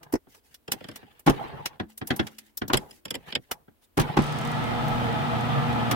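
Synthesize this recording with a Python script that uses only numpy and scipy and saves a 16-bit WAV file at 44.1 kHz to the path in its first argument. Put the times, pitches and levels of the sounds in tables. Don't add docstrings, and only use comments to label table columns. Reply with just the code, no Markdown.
import sys
import numpy as np
from scipy import signal
from scipy.fft import rfft, irfft
from scipy.io import wavfile
from scipy.ndimage import uniform_filter1d

SR = 44100
rng = np.random.default_rng(int(sys.argv[2]) if len(sys.argv) > 2 else 0)


def transcribe(u):
    v = np.clip(np.atleast_2d(u).T, -1, 1)
    q = np.round(v * 32767).astype(np.int16)
    wavfile.write(sys.argv[1], SR, q)


N = 262395
TIME = np.arange(N) / SR
STROKE_ATTACK_S = 0.023
CLUTCH_S, SPIN_UP_S = 4.18, 0.28

# (frequency [Hz], left-right correlation [-1 to 1])
LIKENESS = [(60, 0.41), (290, 0.18), (640, 0.21), (1400, -0.18), (3100, 0.032), (15000, 0.039)]
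# (frequency [Hz], ...)
ZONES_HZ = (200, 1000, 3500, 11000)
# (start [s], length [s], relative rumble level [dB], extra scrape level [dB])
COASTS = [(0.0, 0.21, -55, -6.5), (1.292, 0.52, -38, 0.5), (2.075, 0.28, -48.5, 1), (2.746, 0.2, -46.5, -6),
          (3.488, 0.17, -55.5, -20), (3.991, 0.39, -33.5, 0.5)]
# (frequency [Hz], relative left level [dB], relative right level [dB])
HUM = [(120, -38, -35), (240, -39, -38), (360, -54, -52), (480, -53, -43), (720, -54, -40), (840, -38, -50)]


def amp(db):
    return 10 ** (np.asarray(db) / 20)


def unit(x):
    return x / np.sqrt(np.mean(x ** 2) + 1e-20)


def read(points, hz):
    f, value = np.transpose(points)
    return np.interp(np.log(hz + 1), np.log(f + 1), value)


def add(mix, s, sound):
    part = mix[:, max(round(s * SR), 0):][:, :sound.shape[1]]
    part += sound[:, :part.shape[1]]


def bins(size):
    return np.fft.rfftfreq(size, 1 / SR)


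def bands(hz, centres):
    return np.array([read(list(zip(centres, row)), hz) for row in np.eye(len(centres))])


def pair(hz):
    a, b = rng.standard_normal((2, len(hz))) + 1j * rng.standard_normal((2, len(hz)))
    same = np.clip(read(LIKENESS, hz), -1, 1)
    return np.array([a, same * a + np.sqrt(1 - same ** 2) * b])


def noise(colour, peaks=(), weight=1):
    hz = bins(2 * (N // 2 + 1))
    db = read(colour, hz)
    for f, width, height in peaks:
        db = db + height / (1 + (2 * (hz - f) / width) ** 2)
    return unit(irfft(pair(hz) * amp(db) * weight)[:, :N])


def wander(rate):
    knots = rng.standard_normal(4096)
    return unit(np.interp(TIME * rate, np.arange(len(knots)), knots))


def lines(table, drift_hz, drift_rate, flutter_db):
    out = np.zeros((2, N))
    for hz, left_db, right_db in table:
        turns = np.cumsum(hz + drift_hz * wander(drift_rate)) / SR + rng.random()
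        lag = np.arccos(np.clip(read(LIKENESS, hz), -1, 1)) * np.array([[0], [1]])
        tone = np.sqrt(2) * np.sin(2 * np.pi * turns + lag)
        out += amp([[left_db], [right_db]]) * tone * amp(flutter_db * wander(12))
    return out


def blow(s, db, hard_db, bass_db, ping_db=0):
    return s, db, list(zip(ZONES_HZ, (bass_db, 0, hard_db / 2 + ping_db, hard_db)))


def blows(rows, colour, modes, contact_s, t60, pan_db, ring_db, damping, grit, ripple_db, detune=0.019):
    out, size = np.zeros((2, N)), 2 ** 14
    t, hz, centres = np.arange(size) / SR, bins(size), np.geomspace(70, 15000, 14)
    split = bands(hz, centres)[:, None]
    knots = np.linspace(0, np.sqrt(SR / 2), 128) ** 2
    treble = np.minimum(hz / ZONES_HZ[1], 1)
    sides = unit(amp([[pan_db / 2], [-pan_db / 2]])) ** treble
    slow = (centres[:, None, None] / ZONES_HZ[1]) ** -damping
    rise = contact_s * (1 + slow)
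    swell = np.minimum(t / rise, 1) ** 3 * amp(-60 * np.maximum(t - rise, 0) / (t60 * slow))
    mode_rise = 2 * contact_s
    for s, db, tilt in rows:
        ripple = np.interp(hz, knots, 2 * rng.random(len(knots)) - 1) * treble
        shape = split * sides * amp(read(colour, hz) + read(tilt, hz) + ripple_db * ripple)
        bounces = np.interp(t, t[::64], rng.standard_normal(size // 64))
        chatter = amp(grit * bounces * np.exp(-t / t60))
        body = irfft(pair(hz) * shape) * swell * chatter
        body *= np.sqrt((shape ** 2).mean(2, keepdims=True) / (body ** 2).sum(2, keepdims=True))
        sound = body.sum(0)
        chances = 2 * rng.random((len(modes), 3)) - 1
        for (f, mode_db, life), (off, left, right) in zip(modes, chances):
            decay = amp(-60 * np.maximum(t - mode_rise, 0) / life)
            fade = np.minimum(t / mode_rise, 1) ** 3 * decay
            apart = min(f / ZONES_HZ[1], 1) * right
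            phase = np.pi * np.array([[left], [left + apart]])
            tone = np.sin(2 * np.pi * f * (1 + detune * off) * t + phase)
            gain = amp(ring_db + mode_db + read(tilt, f)) * sides[:, [np.searchsorted(hz, f)]]
            sound += gain * 2 * tone * fade / fade.sum()
        add(out, s - contact_s, amp(db) * sound)
    return out


def still_air():
    # (frequency [Hz], relative level [dB])
    air_colour = [(15, -34), (25, -1), (76, 5.5), (175, -16), (236, -1), (1100, -14), (3250, -19.5),
                  (6210, -26), (14800, -19.5), (16000, -15)]
    return amp(-66.5) * noise(air_colour)


def room(x):
    # (frequency [Hz], decay by 60 dB [s])
    decays = [(100, 0.17), (300, 0.69), (900, 0.43), (3000, 0.19), (7000, 0.42), (15000, 1)]
    t, (centres, t60) = TIME[:SR], np.transpose(decays)
    parts = irfft(rfft(rng.standard_normal((2, SR))) * bands(bins(SR), centres)[:, None])
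    tail = (parts * amp(-60 * t / t60[:, None, None])).sum(0)
    tail *= np.minimum(t / 0.0067, 1)
    return signal.fftconvolve(x, tail / np.linalg.norm(tail[0]), axes=1)[:, :N]


def rolling(scraping):
    return sum(amp(db + scraping * scrape_db) * np.interp(TIME - s, (0, STROKE_ATTACK_S, length), (0, 1, 0))
               for s, length, db, scrape_db in COASTS)


def strokes(table, release_s=0.03):
    pressure = np.zeros(N)
    for s, length, db in table:
        attack, release = (TIME - s) / STROKE_ATTACK_S, (s + length - TIME) / release_s
        pressure += amp(db) * np.clip(np.minimum(attack, release), 0, 1)
    return pressure


def patchy(x, patch_db):
    z = signal.stft(x, nperseg=1024, noverlap=768)[2]
    patches = rng.standard_normal(z.shape[1:])
    for axis in (0, 1):
        patches = uniform_filter1d(patches, size=5, axis=axis)
    return signal.istft(z * amp(patch_db * unit(patches)), nperseg=1024, noverlap=768)[1][:, :N]


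def handling(grain_db=1.5, catch_db=2):
    # (start [s], length [s], relative level [dB])
    slide_times = [(0.68, 0.35, -57.5), (1.0, 0.23, -64), (3.07, 0.21, -61.5), (3.255, 0.079, -45.5)]
    # (start [s], length [s], relative level [dB])
    rustle_times = [(0.28, 0.13, -63), (0.43, 0.14, -66), (1.88, 0.069, -61), (2.05, 0.47, -66.5),
                    (2.88, 0.13, -63), (3.39, 0.16, -72.5), (3.81, 0.059, -63)]
    # (frequency [Hz], relative level [dB])
    rub_colour = [(18, -27), (30, -0.5), (86, -0.5), (153, 4.5), (311, -3), (449, 5.5), (569, -2.5),
                  (822, 3.5), (1430, -5.5), (1720, -3.5), (2410, -12), (3060, -12.5), (6550, -25),
                  (16000, -27)]
    # (rumble [dB], scrape [dB], hiss [dB])
    coast_db = (0, -10.5, -27)
    slide_db = (0, -1.8, -12)
    rustle_db = (-8.5, -3.2, 0)
    casting_peaks = [(145.4, 14, 12), (240, 25, 3.2), (838, 90, 6.1)]
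    out, slide, rustle = np.zeros((2, N)), strokes(slide_times), strokes(rustle_times)
    for k, zone in enumerate(bands(bins(2 * (N // 2 + 1)), (1100, 3000, 7000))):
        pressure = amp(coast_db[k]) * rolling(k > 0)
        pressure += amp(slide_db[k]) * slide + amp(rustle_db[k]) * rustle
        out += pressure * noise(rub_colour, casting_peaks, zone) * amp(catch_db * wander(60))
    return out * amp(grain_db * wander(240))


def palm_thumps():
    # (time [s], strength [dB], hardness [dB], extra bass [dB])
    hits = [(0.135, 27, -2.5, 4.5), (0.151, 25.5, -9, -4)]
    # (frequency [Hz], relative level [dB])
    colour = [(30, -19), (100, -12.5), (190, -15.5), (300, -3.5), (430, -4.5), (600, -12.5), (1100, -25),
              (1900, -24), (3600, -44), (5500, -24), (7000, -37.5), (15500, -38.5)]
    # (frequency [Hz], relative level [dB], decay by 60 dB [s])
    modes = [(299.5, 0.87, 0.022), (394, -2, 0.05)]
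    return blows([blow(*row) for row in hits], colour, modes, contact_s=0.0046, t60=0.046,
                 pan_db=-0.5, ring_db=-3.0, damping=0.027, grit=2.5, ripple_db=4.5)


def ring_taps():
    # (time [s], strength [dB], hardness [dB], extra bass [dB])
    hits = [(2.572, 5, 4.5, 1.5), (2.679, 7, -5.5, 21)]
    # (frequency [Hz], relative level [dB])
    colour = [(30, -28), (300, -21), (1500, -20.5), (2600, -26), (3900, -14), (4600, -15.5), (5400, -9),
              (7000, -15.5), (9500, -15), (11800, -20.5), (13300, -4.5), (15500, -10)]
    # (frequency [Hz], relative level [dB], decay by 60 dB [s])
    modes = [(13400, 0.5, 0.027), (12400, 1.5, .03), (14300, -7.5, .03), (15140, -4, .03)]
    return blows([blow(*row) for row in hits], colour, modes, contact_s=0.0028, t60=0.055,
                 pan_db=2.5, ring_db=0.5, damping=.05, grit=1.7, ripple_db=2.5)


def steel_ticks(bass_db=-4.5):
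    # (time [s], strength [dB], hardness [dB], ping [dB])
    hits = [(0.029, -3, -8, -0.5), (0.124, 8, -4.5, -11.5), (0.346, -10.5, -6, -1.5),
            (0.542, -15.5, 7.5, 8), (0.717, 13.5, 3, 2.5), (0.957, 1, -1.5, 0), (1.193, -14.5, 8, -11.5),
            (1.656, 13, -5.5, 9), (1.975, -12.5, 16.5, -2), (2.071, -10, 18, -2), (2.161, -2, 8, -7.5),
            (2.267, 3, -8, 6.5), (2.383, -10, 9, 6), (3.512, 17, -5.5, -1.5), (4.881, -7, 2.5, -15),
            (5.911, 21.5, -9.5, -1)]
    # (frequency [Hz], relative level [dB])
    colour = [(30, -13), (180, -5.5), (500, -6.5), (900, -10), (1800, -9), (3200, -12.5), (4400, -12.5),
              (5400, -9), (6600, -13), (9000, -12), (11500, -12.5), (13500, -9.5), (15500, -16)]
    # (frequency [Hz], relative level [dB], decay by 60 dB [s])
    modes = [(2905, 1, 0.037), (3343, -2.5, 0.054), (5560, -7, 0.058), (6030, -7, 0.024), (9020, -7, 0.023)]
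    rows = [blow(s, db, hard, bass_db, ping) for s, db, hard, ping in hits]
    return blows(rows, colour, modes, contact_s=0.0034, t60=0.057,
                 pan_db=-0.7, ring_db=-3, damping=0.032, grit=1.3, ripple_db=4.0)


def wrench_clinks(bass_db=-4):
    # (time [s], strength [dB], hardness [dB], ping [dB])
    hits = [(0.679, 12, -9, -3.5), (0.733, 13, -24, 1), (0.807, 6.5, -25, -1), (0.841, 8, -16, 3),
            (0.886, 6, 0, -4.5), (0.913, 1, -7, -2), (2.771, 14.5, 14, -5.5), (2.909, -9, 14, -3),
            (3.053, 10, 3.5, -4.5), (3.08, -8.5, -6.5, 10.5), (3.106, 13.5, 7, -3),
            (3.142, 12.5, -5.5, -0.5), (3.151, 13.5, 2, -2.5), (3.323, 9, -16, 14.5), (3.352, 19, -8, 12),
            (3.374, 0.5, -24.5, -0.5)]
    # (frequency [Hz], relative level [dB])
    colour = [(30, -20), (170, 0), (500, -5.5), (1100, -20.5), (1700, -16), (2400, -13.5), (3250, -10.5),
              (4100, -23), (5100, -12), (6300, -36), (7400, -19), (11500, -30), (15500, -37)]
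    # (frequency [Hz], relative level [dB], decay by 60 dB [s])
    modes = [(1620, -5, .04), (3180, -2, .03), (3300, -2, .028), (3420, -2, .03), (5180, -5, .04),
             (7250, -6, .025), (10050, -11, .02), (11950, -9, .022)]
    rows = [blow(s, db, hard, bass_db, ping) for s, db, hard, ping in hits]
    return blows(rows, colour, modes, contact_s=0.004, t60=0.064,
                 pan_db=-1.5, ring_db=-6, damping=0.42, grit=2, ripple_db=9)


def gear_knocks(count=7, bass_db=4.5):
    # (time [s], strength [dB])
    knock_times = [(0.268, -6), (0.722, 3.5), (0.886, 8.5), (1.028, 0.5), (1.797, 20), (2.013, 16),
                   (2.104, 27), (2.193, 26.5), (2.616, 20), (3.679, -2.5), (5.916, 21)]
    # (frequency [Hz], relative level [dB])
    colour = [(30, -32.5), (80, -7), (160, -7), (320, -2.5), (550, -17), (800, -15), (1150, -18.5),
              (1650, -9.5), (2400, -22.5), (3300, -20), (5000, -32.5), (7000, -46), (15500, -55)]
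    # (frequency [Hz], relative level [dB], decay by 60 dB [s])
    modes = [(215.6, 2.5, 0.53), (296, -7.5, 0.24), (749, 0.5, 0.066), (1738, -34, 0.017),
             (3280, -7.5, 0.024)]
    rebound_s, rebound_db = 0.033, -19
    stray_db, scatter_db = 40, 1
    start, length, roll_db, _ = max(COASTS, key=lambda row: row[1])
    parts = (np.arange(count) + rng.random(count)) / (count + 1)
    strengths = roll_db + stray_db + scatter_db * rng.standard_normal(count) + 20 * np.log10(1 - parts)
    hits = list(knock_times) + [(s + rebound_s, db + rebound_db) for s, db in knock_times]
    hits += list(zip(start + length * parts, strengths))
    rows = [blow(s, db, db - 20, bass_db) for s, db in hits]
    return blows(rows, colour, modes, contact_s=0.004, t60=0.078,
                 pan_db=0, ring_db=-6.5, damping=0.2, grit=1.0, ripple_db=4.5)


def headstock_clunks():
    # (time [s], strength [dB], hardness [dB], extra bass [dB], ping [dB])
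    hits = [(1.263, 25, 12, 7.5, -6), (1.272, 32.5, -8.5, 0, -1), (1.279, 33, -9.5, 6.5, 0.5),
            (1.294, 24.5, 13, 3.5, -5), (2.698, 28, -19, -7.5, -1.5), (2.732, 29.5, 12.5, 0.5, 3.5),
            (2.741, 23, 6, 7.5, -6), (3.972, 27, 10.5, 3.5, -7.5), (3.984, 30.5, -13, 1, -3),
            (3.996, 24.5, 15.5, 8, -2.5), (4.012, 15, 18.5, -13, -2), (4.168, 32.5, -2.5, -1, -3.5),
            (4.186, 25, -3, 13.5, -1)]
    # (frequency [Hz], relative level [dB])
    colour = [(30, -9), (80, -20), (140, -6.5), (300, -5), (550, -14), (820, -10.5), (1100, -12),
              (2200, -20), (3300, -21.5), (4400, -29), (5700, -31.5), (7500, -37.5), (15500, -46.5)]
    # (frequency [Hz], relative level [dB], decay by 60 dB [s])
    modes = [(139, 1, .1), (220, -30.5, 0.77), (292, -5.5, 0.045), (385.7, -3, 0.1), (808.4, -4, 0.035),
             (1190, -12.5, 0.046)]
    return blows([blow(*row) for row in hits], colour, modes, contact_s=0.0045, t60=0.084,
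                 pan_db=-0.4, ring_db=-2.5, damping=0.2, grit=2.8, ripple_db=2.5)


def spinning(full_db, slow_db):
    slip = np.exp(-np.maximum(TIME - CLUTCH_S, 0) / SPIN_UP_S)
    return amp(full_db + slow_db * slip)


def bed_shudder():
    # (frequency [Hz], relative level [dB])
    shake_colour = [(15, -9), (35, 0), (60, -9), (100, -12), (200, -44)]
    settled_s, fade_s, peak_db, rise_db_per_s = 5.13, 0.08, -40, 17
    unsettled_s = np.maximum(settled_s - TIME, 0)
    shudder = amp(peak_db - rise_db_per_s * unsettled_s) * np.minimum(unsettled_s / fade_s, 1)
    return shudder * noise(shake_colour)


def belt_rumble():
    # (frequency [Hz], relative level [dB])
    belt_colour = [(25, -47), (50, -27), (72, -10.5), (92, -12.5), (120, -9), (146, -3.5), (172, -10.5),
                   (215, -5.5), (265, -10.5), (330, -16), (420, -25.5), (600, -54)]
    return spinning(full_db=-31.5, slow_db=-9.5) * noise(belt_colour)


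def gear_churn(mesh_db=0.5, throb=0.062):
    # (frequency [Hz], relative level [dB])
    churn_colour = [(250, -19), (400, -3.5), (550, -3.5), (680, 3), (880, 4), (1100, -4), (1500, -4.5),
                    (2200, -9.5), (3400, -11.5), (4200, -18), (5500, -28), (9000, -37)]
    # (frequency [Hz], relative level [dB])
    hiss_colour = [(2500, 6.5), (5000, 5), (7000, -4.5), (9000, -0.5), (11000, -20), (16000, -20)]
    # (frequency [Hz], width [Hz], height [dB])
    housing = [(1299, 87, 11.5), (1940, 17, 11.5), (2417, 18, 11), (3060, 22, 6.5), (3190, 21, 8),
               (3544, 11, 15)]
    churn = spinning(full_db=-31.0, slow_db=-5) * noise(churn_colour, housing)
    hiss = spinning(full_db=-50.5, slow_db=9) * noise(hiss_colour)
    teeth = amp(mesh_db * wander(260)) * (1 + throb * np.sin(2 * np.pi * HUM[0][0] * TIME))
    return teeth * (churn + hiss)


def gear_whine():
    # (frequency [Hz], relative left level [dB], relative right level [dB])
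    whine_lines = [(147, -39, -39), (466, -51, -51), (652, -49, -49), (780, -47, -55), (878, -55, -49),
                   (1190, -48, -48), (1314, -55, -55), (1724, -56, -56), (2086, -63, -53)]
    tones = lines(whine_lines, drift_hz=4.81, drift_rate=35, flutter_db=5.0)
    return spinning(full_db=2.5, slow_db=-7.5) * tones


def motor_hum():
    tones = lines(HUM, drift_hz=0.73, drift_rate=10, flutter_db=1.5)
    return spinning(full_db=2.5, slow_db=-16.5) * tones


def drive(motor_on_s=3.97, motor_rise_s=0.053, grip_s=0.025):
    powered = np.clip((TIME - motor_on_s) / motor_rise_s, 0, 1)
    engaged = np.clip((TIME - CLUTCH_S) / grip_s, 0, 1)
    return powered * motor_hum() + engaged * (belt_rumble() + bed_shudder() + gear_churn() + gear_whine())


def chips(bite_db=-16, cut_db=-21, uneven_db=4.5, t60=0.035):
    bite_s, bite_length_s = 4.2, 0.36
    bite_per_s, cut_per_s = 22, 3.8
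    biting = TIME < bite_s + bite_length_s
    rate = (TIME > bite_s) * np.where(biting, bite_per_s, cut_per_s)
    broken = np.floor(np.cumsum(rate * amp(uneven_db * wander(40))) / SR)
    strength_db = np.where(biting, bite_db, cut_db) + 2 * rng.standard_normal(N)
    snaps = np.diff(broken, prepend=0) * amp(strength_db)
    t = np.arange(2048) / SR
    tick = rng.standard_normal((2, len(t))) * amp(-60 * t / t60)
    band = signal.butter(1, [4200, 11000], "band", fs=SR, output="sos")
    tick = signal.sosfilt(band, tick / np.linalg.norm(tick[0]))
    return signal.oaconvolve(snaps[None], tick, axes=1)[:, :N]


def scene():
    thumps, taps, ticks = palm_thumps(), ring_taps(), steel_ticks()
    clinks, knocks, clunks = wrench_clinks(), gear_knocks(), headstock_clunks()
    echo = room(amp(-20) * clunks + amp(-21.5) * knocks + amp(-34.5) * (ticks + taps) + amp(-45) * clinks)
    steel = thumps + clunks + knocks + ticks + taps + clinks
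    rubbing = amp(-0.5) * patchy(handling(), patch_db=3.5)
    return still_air() + echo + rubbing + steel + drive() + chips()


def record(dry, low_cut_hz=28, edge_hz=16050):
    thinned = signal.sosfilt(signal.butter(2, low_cut_hz, "high", fs=SR, output="sos"), dry)
    low_pass = signal.firwin(401, edge_hz, window=("kaiser", 8), fs=SR)
    return signal.oaconvolve(thinned, low_pass[None], "same")


dry = scene()
out = record(dry)
transcribe(out)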